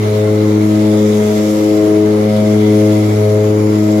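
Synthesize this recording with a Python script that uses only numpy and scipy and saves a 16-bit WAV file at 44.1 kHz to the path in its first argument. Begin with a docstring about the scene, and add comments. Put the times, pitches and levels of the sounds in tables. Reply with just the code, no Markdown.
"""Twin propellers drone, heard inside the cabin of a seaplane in level flight.
They turn at almost the same speed, so each harmonic swells and dips at its own pace.
Under the drone the slipstream roars on the hull and the airframe hums. Above it air hisses
past the window, the turbines whine and a loose fitting knocks lightly, twice."""
import sys
import numpy as np
from scipy import signal
from scipy.fft import rfft, irfft
from scipy.io import wavfile

SR = 44100
rng = np.random.default_rng(int(sys.argv[2]) if len(sys.argv) > 2 else 0)


def wrap_up_sound(samples):
    """Save the sound to the file named by the first command line argument, as 16-bit audio."""
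    columns = np.atleast_2d(samples).T
    # keep every value between -1 and 1, then stretch to whole-number steps
    tamed = np.clip(columns, -1, 1)
    steps = np.round(tamed * 32767).astype(np.int16)
    wavfile.write(sys.argv[1], SR, steps)


N = 176400
TIME_S = np.arange(N) / SR
BIN_HZ = np.arange(N // 2 + 1) * SR / N
BLADE_HZ, CUTOFF_HZ = 105.7, 15750

# Steady tones. Each row: frequency in Hz, level in dB.
AIRFRAME_HUMS = [(23.9, -49.5), (49, -59), (81.8, -54), (129.8, -42), (235.5, -45.5), (293.2, -41),
                 (505, -43)]
GEAR_HUMS = [(2995, -62), (4589, -66)]
# Knocks of the fitting. Each row: start in seconds, level in dB.
FITTING_KNOCKS = [(.275, -25.5), (3.44, -29)]
# Its modes. Each row: frequency in Hz, relative level in dB, 60 dB decay time in seconds.
FITTING_MODES = [(1075, 0, .08), (1370, -4, .06), (3050, -11, .03)]
# Turbine whine. Each row: centre in Hz, width in Hz, level in dB.
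TURBINE_BANDS = [(2078, 150, -41.5), (2300, 190, -45), (9810, 430, -48)]
# Air noise at the two ears. Each row: frequency in Hz, left-right likeness (positive is in phase).
EAR_LIKENESS = [(30, 0.2), (120, -1.14), (250, 1), (450, 0.4), (700, -0.3), (1000, -0.48), (1400, -0.4),
                (2100, 0.22), (3500, 0), (12000, 0)]
# Its balance. Each row: frequency in Hz, left minus right in dB.
EAR_BALANCE = [(100, 3.5), (250, 6.5), (400, -2.5), (650, 0), (800, -3.5), (950, 0.5), (2000, 0.5),
               (4000, -1.2), (8000, -0.8), (10000, 0)]
# Slipstream on the hull; air past the window, middle and bright parts.
# Each row: frequency in Hz, relative spectral density in dB.
ROAR_SPECTRUM = [(15, -67), (50, -72), (78, -56), (105, -65), (155, -55), (200, -55.5), (265, -58),
                 (350, -50.5), (430, -53), (510, -52.5), (600, -56), (720, -60), (810, -62.5), (950, -60.5),
                 (1100, -63), (1350, -64.5), (1500, -70), (1850, -70), (2600, -81), (5000, -102)]
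RUSH_SPECTRUM = [(1200, -90), (2000, -75), (2700, -73.5), (3600, -71.5), (4500, -75), (6500, -89)]
HISS_SPECTRUM = [(3000, -78.5), (4300, -80.5), (5200, -72), (6000, -73.5), (7300, -72.5), (8000, -80),
                 (8800, -85.5), (9500, -87), (11200, -80.5), (12400, -78), (14000, -86), (15700, -98)]
# Swell of the window air. Each row: time in seconds, rush gain in dB, hiss gain in dB.
AIR_SWELL = [(0, 2, -1.5), (.42, -1.1, -3), (.9, 0.5, 0.5), (1.35, 1.5, 4.2), (1.58, 2, 3.5),
             (1.8, -1, -0.5), (2.05, -1, -3), (2.4, 0.5, -1), (2.75, 2, 0.1), (3.08, 1.7, 0.7),
             (3.55, -3.5, -2.5), (3.83, -1.7, 0.7), (4, 0, 0)]
# Propeller speeds. Each row: time in seconds, near and far offsets from BLADE_HZ in Hz.
BLADE_OFFSETS = [(0, .16, .53), (.6, .025, .266), (1.2, -.03, .329), (1.8, -.03, .212), (2.4, -.03, .324),
                 (2.9, -.163, .253), (3.4, .02, .272), (4, -.1, .229)]
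# Harmonics 8 and up. Each row: near propeller's level in dB, left minus right in dB.
BUZZ_HARMONICS = [(-42, 2), (-47, 8), (-52.5, 4), (-53.5, 7.5), (-50, 5), (-55.5, -6), (-58, 13), (-56, 1),
                  (-57.5, 5), (-68, -3), (-72, 1), (-55, -6), (-56, -2), (-61, 6)]
# Harmonics 1-7. Each row: number, near level and left minus right in dB, the same two for far.
DRONE_HARMONICS = [(1, -19.5, 0.5, -24, -0.3), (2, -16.6, 1.5, -23, 2), (3, -18.5, 5, -20, 2),
                   (4, -18.5, 1.9, -24.5, 8.5), (5, -29, .5, -27, 6), (6, -29.5, 9.5, -32, 8),
                   (7, -39.5, 20, -52.5, 6)]
# For each of harmonics 1-7: one time in seconds at which its beat bottoms out.
BEAT_DIPS_S = [1.65, 1.82, 2.365, 2.385, 2.0, 2.19, 2.06]
# Swell of the drone. Each row: time in seconds, overall gain in dB, extra gain at harmonic 7 in dB.
DRONE_SWELL = [(0, -0.2, -3), (.8, -0.5, -2.5), (1.5, 0.6, 0), (2.0, 1, 0.5), (2.35, 0.6, 4.5),
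               (2.8, -0.55, 2.5), (3.25, 1.9, 1), (3.6, -.5, -3.5), (4, -1.5, 3.5)]


def from_db(db):
    """Decibels to gain."""
    return 10 ** (np.asarray(db) / 20)


def panned(left_minus_right_db):
    """Left and right gains with mean 1."""
    gains = from_db(np.array([[left_minus_right_db], [-left_minus_right_db]]) / 2)
    return gains / gains.mean()


def in_time(rows):
    """Each column of a time curve at every sample."""
    times_s, *columns = np.transpose(rows)
    return [np.interp(TIME_S, times_s, column) for column in columns]


def at_bins(rows):
    """A curve at every FFT bin, interpolated in log frequency."""
    hz, values = np.transpose(rows)
    return np.interp(np.log(BIN_HZ + 1e-9), np.log(hz), values)


def drift(rate_hz):
    """Random wander with spread 1, low-passed at rate_hz."""
    hop, settle = 40, 2000
    pole = np.exp(-2 * np.pi * rate_hz * hop / SR)
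    white = rng.standard_normal(N // hop + settle + 2)
    slow = signal.lfilter([1], [1, -2 * pole, pole * pole], white)[settle:]
    return np.interp(np.arange(N) / hop, np.arange(len(slow)), slow / slow.std())


def wavering(turns, depth):
    """A sine shaken in amplitude and phase by turbulence."""
    return (1 + depth * drift(8.9)) * np.cos(2 * np.pi * turns + depth * drift(9.2))


def air_noise(density):
    """Stereo noise shaped by an amplitude density; likeness and balance vary with frequency."""
    mid, side = rfft(rng.standard_normal((2, N)))
    likeness = np.clip(at_bins(EAR_LIKENESS), -.99, .99)
    ear_sign = np.array([[1], [-1]])
    pair = np.sqrt(1 + likeness) * mid + ear_sign * np.sqrt(1 - likeness) * side
    balance = from_db(ear_sign * at_bins(EAR_BALANCE) / 2)
    return irfft(pair * density * balance, N) * np.sqrt(SR) / 2


def coloured(spectrum):
    """Air noise from a spectrum table."""
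    return air_noise(from_db(at_bins(spectrum)))


def patchy(noise, bands=44, depth_db=1.5, rate_hz=1.8):
    """Narrow bands of the noise rise and fall independently."""
    spectrum, out = rfft(noise), np.zeros((2, N))
    centres_hz, spacing_hz = np.linspace(0, CUTOFF_HZ, bands, retstep=True)
    for centre_hz in centres_hz:
        band = np.maximum(1 - abs(BIN_HZ - centre_hz) / spacing_hz, 0)
        out += irfft(spectrum * band, N) * from_db(depth_db * drift(rate_hz))
    return out


def hums():
    """Faint tones of the airframe and gears."""
    return sum(from_db(db) * wavering(hz * TIME_S + rng.random(), depth=0.44)
               for hz, db in AIRFRAME_HUMS + GEAR_HUMS)


def knocks():
    """Each knock rings the loose fitting briefly."""
    out = np.zeros((2, N))
    for start_s, db in FITTING_KNOCKS:
        age_s = np.maximum(TIME_S - start_s, 0)
        for hz, mode_db, t60_s in FITTING_MODES:
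            decay = np.exp(-np.log(1000) * age_s / t60_s)
            out += from_db(db + mode_db) * decay * np.sin(2 * np.pi * hz * age_s)
    return out


def turbines(rush_share=0.64, flicker_db=2, flicker_hz=8.3):
    """Narrow noise bands whine, swell with the rushing air and flutter independently."""
    out = np.zeros((2, N))
    rush_db, _ = in_time(AIR_SWELL)
    for centre_hz, width_hz, db in TURBINE_BANDS:
        detuning = (BIN_HZ - centre_hz) / width_hz * np.pi / 2
        band = air_noise(1 / np.sqrt(width_hz) / (1 + detuning ** 2))
        out += from_db(db + rush_share * rush_db + flicker_db * drift(flicker_hz)) * band
    return out


def airflow(near_turns, chop_depth=0.13):
    """Slipstream roars on the hull; window air swells and pulses with each passing blade."""
    rush_db, hiss_db = in_time(AIR_SWELL)
    # Gains: swell, trim and turbulent flicker.
    roar = from_db(0.67 + 1.04 * drift(rate_hz=17)) * coloured(ROAR_SPECTRUM)
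    rush = from_db(rush_db - 0.13 + 1.2 * drift(rate_hz=18)) * coloured(RUSH_SPECTRUM)
    hiss = from_db(hiss_db - 0.64 + 0.92 * drift(rate_hz=32)) * coloured(HISS_SPECTRUM)
    blade_chop = 1 + chop_depth * np.cos(2 * np.pi * near_turns)
    return roar + patchy(rush + hiss) * blade_chop


def blade_buzz(near_turns, far_turns, far_gain_db=0.5):
    """Weak upper propeller harmonics beat, and waver differently in each ear."""
    out = np.zeros((2, N))
    for k, (db, pan_db) in enumerate(BUZZ_HARMONICS, len(DRONE_HARMONICS) + 1):
        for ear, gain in enumerate(from_db(db) * panned(pan_db)):
            near = wavering(k * near_turns + rng.random(), depth=0.51)
            far = from_db(far_gain_db) * np.cos(2 * np.pi * (k * far_turns + rng.random()))
            out[ear] += gain * (near + far)
    return out


def propellers(near_turns, far_turns, flutter=0.041, trim_db=0.02):
    """Both propellers sound each harmonic; it dips whenever they slip half a cycle apart."""
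    out = np.zeros((2, N))
    swell_db, upper_db = in_time(DRONE_SWELL)
    for (k, near_db, near_pan_db, far_db, far_pan_db), dip_s in zip(DRONE_HARMONICS, BEAT_DIPS_S):
        lag_turns = 0.0932 * k * (k - 1)  # higher harmonics lag through the hull
        offset_turns = 1 / 2 - k * np.interp(dip_s, TIME_S, far_turns - near_turns)  # opposed at dip_s
        near = from_db(near_db) * wavering(k * near_turns - lag_turns, flutter)
        far = from_db(far_db) * wavering(k * far_turns - lag_turns + offset_turns, flutter)
        pair = panned(near_pan_db) * near + panned(far_pan_db) * far
        out += pair * from_db(upper_db * (k / len(DRONE_HARMONICS)) ** 3)
    return from_db(trim_db + swell_db) * out


def scene():
    """The cabin from a window seat."""
    # Phase: one turn per blade pass.
    near_turns, far_turns = [np.cumsum(BLADE_HZ + hz) / SR for hz in in_time(BLADE_OFFSETS)]
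    tones = propellers(near_turns, far_turns) + blade_buzz(near_turns, far_turns) + hums()
    return np.sqrt(2) * tones + airflow(near_turns) + turbines() + knocks()


def record(dry):
    """Clip at full scale, then low-pass steeply."""
    lowpass = signal.ellip(12, .1, 90, CUTOFF_HZ, fs=SR, output="sos")
    return signal.sosfilt(lowpass, np.clip(dry, -1, 1))


dry = scene()
out = record(dry)
wrap_up_sound(out)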